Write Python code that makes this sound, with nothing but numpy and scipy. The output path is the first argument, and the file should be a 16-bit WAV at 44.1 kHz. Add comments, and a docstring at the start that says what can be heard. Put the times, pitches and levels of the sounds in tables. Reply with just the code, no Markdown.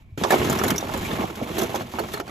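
"""A hand rummages through a pit of thin hollow plastic balls, close to the microphone.
At first there is only a murmur and two soft nudges over a faint hiss that lasts throughout. Then the hand
goes in: balls knock, ring and thud, seams snap, dents pop, and something small chinks. The heap heaves
deeply and balls scrape; another flurry of knocks and snaps follows, then looser knocks to the end.
Ringing filters make the balls, random clicks the rubbing and jostling, and shaped noise the rumble."""
import sys
import numpy as np
from scipy import signal
from scipy.fft import rfft, irfft, next_fast_len
from scipy.io import wavfile
from scipy.ndimage import uniform_filter1d

SR = 44100
rng = np.random.default_rng(int(sys.argv[2]) if len(sys.argv) > 2 else 0)


def generate_wav(sig):
    """Save sig (samples, or channels by samples) to the path in sys.argv[1] as 16-bit PCM at SR."""
    pcm = np.round(np.clip(np.atleast_2d(sig).T, -1, 1) * 32767).astype(np.int16)
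    wavfile.write(sys.argv[1], SR, pcm)


N = 101430
TIME = np.arange(N) / SR  # seconds
HIT = 8192  # samples set aside for one hit


# Ball against ball, before the trims below: (t/s, ring level/dB, main ring f/Hz, shell clack level/dB,
# thud level/dB, left-over-right level/dB)
KNOCKS = [(0.176, -31, 307, -41.5, -28.5, -2), (0.214, -28.5, 403, -40, -22.5, -5),
          (0.237, -20.5, 1110, -25.5, -50, -5), (0.249, -20.5, 840, -36, -35, -7),
          (0.306, -20, 412, -22.5, -31, -9), (0.321, -19.5, 840, -36, -34, -9),
          (0.3261, -17.5, 406, -44, -28, -2), (0.3315, -19, 696, -23, -43, -3),
          (0.338, -28, 637, -27.5, -27.5, 7), (0.359, -26, 385, -27, -28, -7),
          (0.384, -31, 404, -39, -34, -9), (0.416, -24, 405, -26, -31, -4),
          (0.449, -25.5, 294, -28, -27, -1), (0.473, -23.5, 299, -30, -24, -1),
          (0.498, -24.5, 304, -27, -20, 4), (0.518, -30, 252, -42, -21, 4),
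          (0.526, -33.5, 1190, -23, -31, -4), (0.56, -38, 313, -36, -21.5, 7),
          (0.592, -38, 605, -26, -52, 8), (0.614, -27, 310, -22, -36, 1),
          (0.637, -21.5, 1180, -24.5, -22.5, 0), (0.66, -32.5, 382, -33, -23.5, 2),
          (0.705, -37.5, 1114, -26, -27, 0), (0.718, -34.5, 313, -28.5, -19.5, -5),
          (0.748, -31, 390, -31, -29.5, 4), (0.802, -37.5, 1030, -42, -44, 1),
          (0.827, -28.5, 560, -32, -52, -5.5), (0.893, -29, 890, -35, -56, -7),
          (0.942, -28.5, 890, -33, -26.5, -6), (1.028, -37, 890, -37, -27.5, -7),
          (1.112, -29, 324, -28, -49, -5), (1.127, -41, 345, -34, -25, 7), (1.195, -49, 1070, -43, -24, 4),
          (1.22, -31, 1010, -36, -44, -6), (1.239, -31, 754, -56, -29, -12),
          (1.299, -32, 380, -35.5, -41, -5), (1.372, -36.5, 346, -39, -36, -4),
          (1.415, -27, 553, -41, -24, -6), (1.484, -44, 370, -41, -46, -8),
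          (1.502, -35.5, 388, -63, -28, -11), (1.569, -30.5, 493, -31, -36, -2),
          (1.584, -22, 374, -49, -39, -8), (1.62, -21.5, 360, -37, -27, -7), (1.644, -28, 400, -43, -36, 0),
          (1.696, -34, 356, -48, -49, -3), (1.744, -24, 890, -36, -49, -6),
          (1.7535, -24.5, 560, -36, -48, -2), (1.808, -30, 660, -31.5, -37, -1),
          (1.938, -31, 910, -47, -31.5, -5), (1.986, -25, 890, -25, -46, -8),
          (1.9925, -30, 700, -30, -48, -2), (2.001, -26, 527, -40, -54, -5), (2.037, -33, 725, -34, -39, 1),
          (2.087, -38, 1140, -36, -60, -4), (2.14, -30, 400, -29.5, -34, -4),
          (2.172, -45, 716, -31, -59, 2), (2.2, -29.5, 516, -28.5, -54, -4.5),
          (2.278, -39.5, 786, -41, -45, -7), (2.294, -42, 740, -39, -45, -4)]
# How a hollow ball rings, before each ball's own variation: (f/Hz, level/dB, t60/s)
BALL_MODES = [(230, -9, 0.12), (321.5, 0, 0.093), (384.4, 0, 0.14), (488.5, -1.5, 0.09), (657.5, 1, 0.046),
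              (807, -5, 0.1), (883, 0, 0.059), (1106, 2.5, 0.045), (1369, -5.5, 0.1)]
# How its thin shell clacks, before the same variation: (f/Hz, level/dB, t60/s)
CLACK_MODES = [(1298, 2.5, 0.015), (1764.5, -2, 0.02), (2187, -2, 0.026), (2810, -2.5, 0.014),
               (3433, -6, 0.024), (4290, -12, 0.03)]
# Relative tone of the hollow ring: (f/Hz, level/dB)
RING_TONE = [(60, -11.5), (200, -1), (400, 3), (800, 2.5), (1300, -7.5), (2500, -8.5), (6000, 9.5),
             (16000, -34)]
# Relative tone of the clack: (f/Hz, level/dB)
CLACK_TONE = [(200, -51), (800, 19.5), (1500, 6), (3000, -2), (5000, -6.5), (8000, 15.5), (16000, 6)]
# Relative tone of the thud: (f/Hz, level/dB)
THUD_TONE = [(25, -63), (55, -10), (100, -9.5), (160, -2), (230, 1), (330, -7), (700, -33.5), (3000, -64)]
RING_TRIM_DB, CLACK_TRIM_DB, THUD_TRIM_DB = 0, -3.5, -1
RING_ECHO_T60_S, CLACK_ECHO_T60_S, THUD_T60_S = 0.1, 0.053, 0.058
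MAIN_MODE_DB, MAIN_MODE_CYCLES = -0.5, 20  # cycles until it has died by 60 dB
POP_DB, POP_CYCLES = -4, 4  # against the ring; cycles until it has died by 60 dB
CLACK_PITCH_SPREAD = .045  # on a natural-log pitch scale


def knocks():
    """Two balls meet: a direct pop, a hollow ring led by one mode, a shell clack and a thud into the heap."""
    out = np.zeros((2, N))
    strike = press()
    for s, ring_db, hz, clack_db, thud_db, pan_db in KNOCKS:
        contact = scatter(RING_ECHO_T60_S)
        main_mode = rms_one(ring(contact, hz, MAIN_MODE_CYCLES / hz))
        hollow = rms_one(shell(contact, BALL_MODES)) + from_db(MAIN_MODE_DB) * main_mode
        pop = from_db(POP_DB) * rms_one(ring(strike, hz, POP_CYCLES / hz))
        add(out, s, voice(rms_one(hollow) + pop, RING_TONE), ring_db + RING_TRIM_DB, pan_db)

        clack = shell(scatter(CLACK_ECHO_T60_S), CLACK_MODES, CLACK_PITCH_SPREAD)
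        add(out, s, voice(clack, CLACK_TONE), clack_db + CLACK_TRIM_DB, pan_db / 2)

        thud = voice(scatter(THUD_T60_S), THUD_TONE)
        add(out, s, thud, thud_db + THUD_TRIM_DB)
    return out


POP_CONTACT_S = 0.00077  # how long the two shells stay pressed together


def press():
    """The short smooth push of two shells meeting, equal on both sides."""
    push = np.zeros((2, HIT))
    push[0] = np.sin(np.pi * np.minimum(TIME[:HIT] / POP_CONTACT_S, 1)) ** 2
    return push


# Seams snapping past each other, before the trims below: (t/s, level/dB, main f/Hz, top-treble level/dB)
SNAPS = [(0.1765, -31.5, 3000, -63), (0.237, -14.5, 3400, -50), (0.3051, -17.5, 3820, -30.5),
         (0.322, -22, 3320, -33), (0.445, -27, 6300, -43), (0.498, -17, 7100, -33),
         (0.527, -24, 3320, -34.5), (0.5885, -21.5, 5770, -40), (0.637, -21, 7150, -28.5),
         (0.665, -25, 6900, -45), (0.6811, -17.5, 3900, -29.5), (0.704, -12.5, 3110, -27.5),
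         (0.7603, -23, 5620, -38.5), (0.8078, -26.5, 3660, -49), (0.938, -22, 3480, -43),
         (0.975, -28, 7200, -41), (1.3554, -30.5, 3250, -47.5), (1.583, -23, 3950, -35),
         (1.5896, -21.5, 6100, -34), (1.616, -20.5, 3420, -35.5), (1.631, -26, 6200, -35.5),
         (1.749, -27, 6250, -42), (1.758, -20.5, 3340, -41), (1.992, -35, 3300, -38.5),
         (2.137, -23.5, 3570, -37.5), (2.1992, -26.5, 3060, -45)]
# Relative tone of the crack: (f/Hz, level/dB)
SNAP_TONE = [(300, -7.5), (1500, 14.5), (3200, -4), (5000, 4), (7000, 2.5), (9000, 1), (16000, -22.5)]
# Relative tone of the fine treble on top: (f/Hz, level/dB)
TOP_TONE = [(1000, -55), (6000, -4), (9000, 2.5), (12500, 0.5), (14300, 3.5), (16000, -1.5)]
SNAP_TRIM_DB, TOP_TRIM_DB, SNAP_PAN_DB = -11, 3, -3.5
SNAP_T60_S, SNAP_RING_T60_S, SNAP_RING_DB = 0.049, .013, -2


def snaps():
    """A seam slips free: a bright crack with one brief resonance, and fine treble on top."""
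    out = np.zeros((2, N))
    for s, db, hz, top_db in SNAPS:
        crack = scatter(SNAP_T60_S)
        resonance = rms_one(ring(crack, hz, SNAP_RING_T60_S))
        crack = rms_one(crack) + from_db(SNAP_RING_DB) * resonance
        add(out, s, voice(crack, SNAP_TONE), db + SNAP_TRIM_DB, SNAP_PAN_DB)
        add(out, s, voice(scatter(SNAP_T60_S), TOP_TONE), top_db + TOP_TRIM_DB)
    return out


# Shells denting: (t/s, level/dB, f/Hz)
DENTS = [(0.3073, -23, 525), (0.3418, -17, 654), (1.6211, -35, 394), (1.7436, -29.5, 800)]
DENT_CYCLES = 3.6  # until it has died by 60 dB


def dents():
    """A dented shell springs back with a dry pop, ringing for only a few cycles."""
    out = np.zeros((2, N))
    for s, db, hz in DENTS:
        spring = ring(press(), hz, DENT_CYCLES / hz)
        add(out, s, voice(spring, RING_TONE), db)
    return out


# One ball dragged over another: (t/s, length/s, level/dB)
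SCRAPES = [(1.103, 0.024, -30.5), (1.206, 0.034, -32), (1.582, .022, -31), (1.616, 0.039, -33),
           (1.956, 0.021, -36)]
SLIPS_PER_S, SLIP_JITTER = 170, .35  # typical rate; unevenness of the gaps on a natural-log scale
SCRAPE_LOW_CUT_HZ = 420


def scrapes(count=40):
    """A dragged ball sticks and slips in an uneven run; every slip rings its shell."""
    out = np.zeros((2, N))
    low_cut = signal.butter(1, SCRAPE_LOW_CUT_HZ, "high", fs=SR, output="sos")
    for s, length, db in SCRAPES:
        gaps = np.exp(SLIP_JITTER * rng.standard_normal(count)) / SLIPS_PER_S
        at = np.cumsum(gaps) - gaps[0]
        sizes = rng.standard_normal((2, count))
        inside = at < length
        slips = np.zeros((2, HIT))
        slips[:, (at[inside] * SR).astype(int)] = sizes[:, inside]
        rung = shell(slips, BALL_MODES + CLACK_MODES, CLACK_PITCH_SPREAD)
        add(out, s, voice(signal.sosfilt(low_cut, rung), JOSTLE_TONE), db)
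    return out


# Shells singing briefly on one resonance as they are struck or slide past each other: (t/s, level/dB, f/Hz)
SHELL_TONES = [(0.3046, -20.5, 1740), (0.319, -28.5, 2310), (1.049, -34, 2350), (1.058, -37, 2365),
               (1.991, -39, 4350), (2.139, -38, 4300), (2.175, -43, 4150), (2.277, -48.5, 4460)]
TONE_PEAK_S, TONE_RING_T60_S = .003, .032  # time to the strongest push; ring


def shell_tones():
    """A shell sings briefly: a short swell of noise keeps one resonance going for a moment."""
    out = np.zeros((2, N))
    swell = TIME[:HIT] * np.exp(-TIME[:HIT] / TONE_PEAK_S)
    for s, db, hz in SHELL_TONES:
        noise = swell * rng.standard_normal((2, HIT))
        add(out, s, voice(ring(noise, hz, TONE_RING_T60_S), CLACK_TONE), db)
    return out


# A short bright chink among the balls; the level drives both ring and crack: (t/s, level/dB)
CHINKS = [(0.763, -42.5), (0.781, -22.5), (0.783, -21), (0.807, -42)]
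# What the chink rings with, relative to each touch: (f/Hz, level/dB, t60/s)
CHINK_MODES = [(3690, -4.5, 0.021), (5530, -22, .022), (5850, 5, 0.031), (6280, 1.5, 0.025),
               (6940, -18, 0.015), (12360, -9, .012)]
CHINK_PAN_DB, CHINK_CRACK_DB = -4, -15


def chinks():
    """Something small and hard is touched a few times: a fine crack and a high ring."""
    clicks, cracks = np.zeros(N), np.zeros((2, N))
    for s, db in CHINKS:
        clicks[int(s * SR)] = from_db(db)
        add(cracks, s, voice(scatter(SNAP_T60_S), TOP_TONE), db + CHINK_CRACK_DB)
    high_ring = sum(from_db(db) * ring(clicks, hz, t60) for hz, db, t60 in CHINK_MODES)
    return cracks + pan(CHINK_PAN_DB) * high_ring


# The stirring as it goes on: (t/s, jostling balls level/dB, rubbing shells level/dB, heap rumble level/dB)
STIR = [(0, -57, -60.5, -62), (.05, -65, -74, -59), (.17, -68, -71, -60), (0.178, -43, -38, -39),
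        (.29, -31.5, -38.5, -39), (.32, -26, -28, -46), (.40, -25.5, -33.5, -26.5),
        (.53, -28, -31.5, -32.5), (.72, -27, -40, -31.5), (.77, -35.5, -40, -39), (.87, -33.5, -41, -38.5),
        (.95, -31.5, -38, -39), (1.06, -33, -36, -36), (1.21, -28.5, -38, -33), (1.34, -40.5, -45.5, -44.5),
        (1.43, -34.5, -43, -47), (1.55, -35, -38, -37), (1.61, -29, -31, -35), (1.68, -32.5, -40.5, -39),
        (1.81, -35.5, -39.5, -36), (1.86, -42.5, -49, -39.5), (1.92, -44.5, -43, -47),
        (2.0, -33, -43.5, -38), (2.08, -44.5, -43, -39.5), (2.15, -38.5, -37, -43.5),
        (2.209, -36.5, -53, -47), (2.235, -51, -56, -47), (2.3, -38, -43.5, -44)]
# Relative tone of the jostling: (f/Hz, level/dB)
JOSTLE_TONE = [(60, -30.5), (200, 6), (400, 1), (800, 2), (1300, -3), (2500, 3.5), (5000, -6), (16000, -12)]
# Relative tone of the rubbing: (f/Hz, level/dB)
RUB_TONE = [(200, 2.5), (800, 6), (2000, 7.5), (3300, 8.5), (4800, 0), (7000, 0.5), (10000, -2),
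            (14500, -2.5), (16000, -38)]
# Relative tone of the rumble: (f/Hz, level/dB)
RUMBLE_TONE = [(25, -45), (50, -24), (70, -2.5), (95, 1), (150, -3), (220, 1.5), (350, -22), (1000, -59),
               (4000, -70)]
# average rate in each of the two streams, unevenness of size, left over right
JOSTLES_PER_S, JOSTLE_SPREAD_DB, JOSTLE_PAN_DB = 260, 0.5, -2.5
GRAINS_PER_S, GRAIN_SPREAD_DB, RUB_PAN_DB = 9000, 0.5, -0.5


def stirring(count=18):
    """Many balls jostle lightly, their shells rub in tiny slips, and the heap rumbles."""
    s, *columns = np.transpose(STIR)
    jostle, rub, rumble = [from_db(np.interp(TIME, s, column)) for column in columns]

    balls = np.zeros((2, N))
    for _ in range(count):
        taps = grains(JOSTLES_PER_S / count, JOSTLE_SPREAD_DB)
        balls += shell(taps, BALL_MODES + CLACK_MODES)
    balls = steady(voice(balls, JOSTLE_TONE), 0.18)

    slips = grains(GRAINS_PER_S, GRAIN_SPREAD_DB) * touches()
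    slips = steady(voice(slips, RUB_TONE), 0.081)
    heap = steady(voice(rng.standard_normal((2, N)), RUMBLE_TONE), 0.07)
    return jostle * balls * pan(JOSTLE_PAN_DB) + rub * slips * pan(RUB_PAN_DB) + rumble * heap


TOUCHES_PER_S, TOUCH_S = 520, .004  # average rate; time for a touch's power to fall to 37 %
RUB_BASE_DB = -5.5  # the even sliding under the separate touches, before levelling


def touches():
    """Small contacts catch at random and let go quickly: the uneven strength of the rubbing."""
    catches = rng.uniform(.2, 1, N) * (rng.random(N) < TOUCHES_PER_S / SR)
    power = signal.lfilter([1], [1, -np.exp(-1 / (TOUCH_S * SR))], catches)
    return np.sqrt(power + from_db(RUB_BASE_DB) ** 2)


# Slow heave of the heap, felt more than heard: (t/s, level/dB)
HEAVE = [(0, -52), (.15, -44), (.3, -71), (.55, -65), (.75, -53), (1.0, -36.5), (1.3, -51), (1.6, -44),
         (1.85, -51), (2.3, -52)]
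# Relative tone of the heave: (f/Hz, level/dB)
HEAVE_TONE = [(20, -16), (35, -13), (55, -4), (80, -6.5), (130, -8.5), (250, -52), (1000, -79)]
# Soft thuds of the barely moving heap before the hand goes in: (t/s, level/dB)
NUDGES = [(0.052, -44), (0.12, -40)]
# Relative tone of the nudges: (f/Hz, level/dB)
NUDGE_TONE = [(25, -30), (60, -2.5), (95, 3), (150, -8), (250, -30), (600, -54), (3000, -74)]


def heave():
    """The weight of the heap shifts: a deep murmur of low noise and two soft nudges."""
    murmur = steady(voice(rng.standard_normal((2, N)), HEAVE_TONE), 0.075)
    out = from_db(np.interp(TIME, *np.transpose(HEAVE))) * murmur
    for s, db in NUDGES:
        add(out, s, voice(scatter(THUD_T60_S), NUDGE_TONE), db)
    return out


# Faint steady whine in the room: (f/Hz, level/dB, t60/s); a shorter t60 makes a wider band
ROOM_WHINE = [(2310, -68.5, 0.018)]


def room():
    """A faint, narrow band of hiss hangs in the room: noise through a resonance."""
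    out = np.zeros((2, N))
    for hz, db, t60 in ROOM_WHINE:
        out += from_db(db) * rms_one(ring(rng.standard_normal((2, N)), hz, t60))
    return out


ECHOES_PER_S, FIRST_CONTACT = 4000, 1.86  # average echo rate; height of the first click
CONTACT_RISE_S = 0.0011  # time constant of the echoes' build-up


def scatter(t60):
    """A contact followed by its dying echoes off the neighbouring balls."""
    echoes = rng.standard_normal((2, HIT)) * (rng.random((2, HIT)) < ECHOES_PER_S / SR)
    echoes *= 1 - np.exp(-TIME[:HIT] / CONTACT_RISE_S)
    echoes[0, 0] = FIRST_CONTACT
    return echoes * from_db(-60 * TIME[:HIT] / t60)


PITCH_SPREAD, MODE_SPREAD_DB = 0.0736, 4  # pitch on a natural-log scale


def shell(x, modes, spread=PITCH_SPREAD):
    """One ball rings, at a pitch and with mode strengths of its own."""
    pitch = np.exp(spread * rng.standard_normal())
    out = np.zeros_like(x)
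    for k, (hz, db, t60) in enumerate(modes):
        strength = from_db(db + MODE_SPREAD_DB * rng.standard_normal())
        out += (-1) ** k * strength * ring(x, hz * pitch, t60)  # neighbouring modes push opposite ways
    return out


def ring(x, hz, t60):
    """One resonance that dies by 60 dB in t60 seconds; a unit click rings at height 1."""
    r, w = from_db(-60 / (t60 * SR)), 2 * np.pi * hz / SR
    return signal.lfilter([1, 0, -1], [1, -2 * r * np.cos(w), r * r], x + 1e-18) / 2


def grains(per_s, spread_db):
    """Two unrelated streams of random clicks of uneven size."""
    sizes = from_db(spread_db * np.minimum(rng.exponential(1, (2, N)), 4))
    return sizes * rng.choice([-1, 1], (2, N)) * (rng.random((2, N)) < per_s / SR)


# How alike the two microphone ports hear each pitch: (f/Hz, likeness from 0 to 1)
LIKENESS = [(100, .97), (300, .92), (700, .75), (1200, .5), (1700, .25), (2700, .25), (3500, .5),
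            (5000, .4), (6500, .75), (8000, .85), (8700, .99), (9500, .99), (10300, .8), (13800, .85),
            (15000, .99)]


def voice(pair, tone):
    """Colour two unrelated signals without pre-echo and blend them into left and right."""
    n = pair.shape[-1]
    size = 2 * next_fast_len(n)
    hz = np.fft.rfftfreq(size, 1 / SR)
    # folding the cepstrum makes the filter respond only after the sound (minimum phase)
    cepstrum = irfft(np.log(from_db(at_hz(tone, hz))))
    cepstrum[1:size // 2] *= 2
    cepstrum[size // 2 + 1:] = 0
    mid, side = rfft(pair, size) * np.exp(rfft(cepstrum))
    alike = np.clip(at_hz(LIKENESS, hz), 0, 1)
    ears = np.sqrt(1 + alike) * mid + np.sqrt(1 - alike) * side * [[1], [-1]]
    return irfft(ears)[:, :n]


LEVEL_SPAN_S = 0.014  # a hit's level is its energy spread over this time


def add(out, s, sound, db, pan_db=0):
    """Mix in one hit at a given time and level."""
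    start = int(s * SR)
    gain = from_db(db) * np.sqrt(LEVEL_SPAN_S * SR / HIT)
    out[:, start:start + HIT] += (gain * pan(pan_db) * rms_one(sound))[:, :N - start]


def steady(x, span_s):
    """Even out the slow level, so that a level table can set it."""
    return x / np.sqrt(uniform_filter1d(np.mean(x ** 2, axis=0), int(span_s * SR)) + 1e-12)


def from_db(db):
    """Decibels to gain."""
    return 10 ** (np.asarray(db) / 20)


def rms_one(x):
    """Scale to unit rms (average strength 1)."""
    return x / np.sqrt(np.mean(x ** 2) + 1e-20)


def pan(db):
    """Left and right gains for a level difference."""
    return from_db([[db / 2], [-db / 2]])


def at_hz(points, hz):
    """Read a table on a log-frequency axis."""
    f, value = np.transpose(points)
    return np.interp(np.log(hz + 1), np.log(f), value)


def scene():
    """Everything that sounds in and around the pit."""
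    balls = knocks() + dents() + scrapes() + snaps() + shell_tones() + chinks()
    return balls + stirring() + heave() + room()


# How far the left microphone port leads the right: (f/Hz, phase/radians)
PORT_PHASE = [(0, 0), (400, -.45), (1000, -1.7), (1500, -1.2), (2000, 0), (3000, -.4), (5800, -.5),
              (6700, .3), (8700, 3.05), (9500, 3.25), (11800, 6.1), (12800, 6.5), (15000, 9.35)]
CEILING, CUTOFF_HZ = .9, 15600  # the ceiling is in full-scale units


def record(dry):
    """The two ports hear the sound out of step; the highest peaks are rounded and the top is cut."""
    size = next_fast_len(N + HIT, real=True)
    phase = np.interp(np.fft.rfftfreq(size, 1 / SR), *np.transpose(PORT_PHASE))
    turn = np.exp(.5j * phase * [[1], [-1]])  # half the lead to each side
    ports = irfft(rfft(dry, size) * turn, size)[:, :N]
    ports = ports / (1 + (ports / CEILING) ** 6) ** (1 / 6)
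    top_cut = signal.ellip(8, .1, 60, CUTOFF_HZ, fs=SR, output="sos")
    return signal.sosfiltfilt(top_cut, ports)


dry = scene()
out = record(dry)
generate_wav(out)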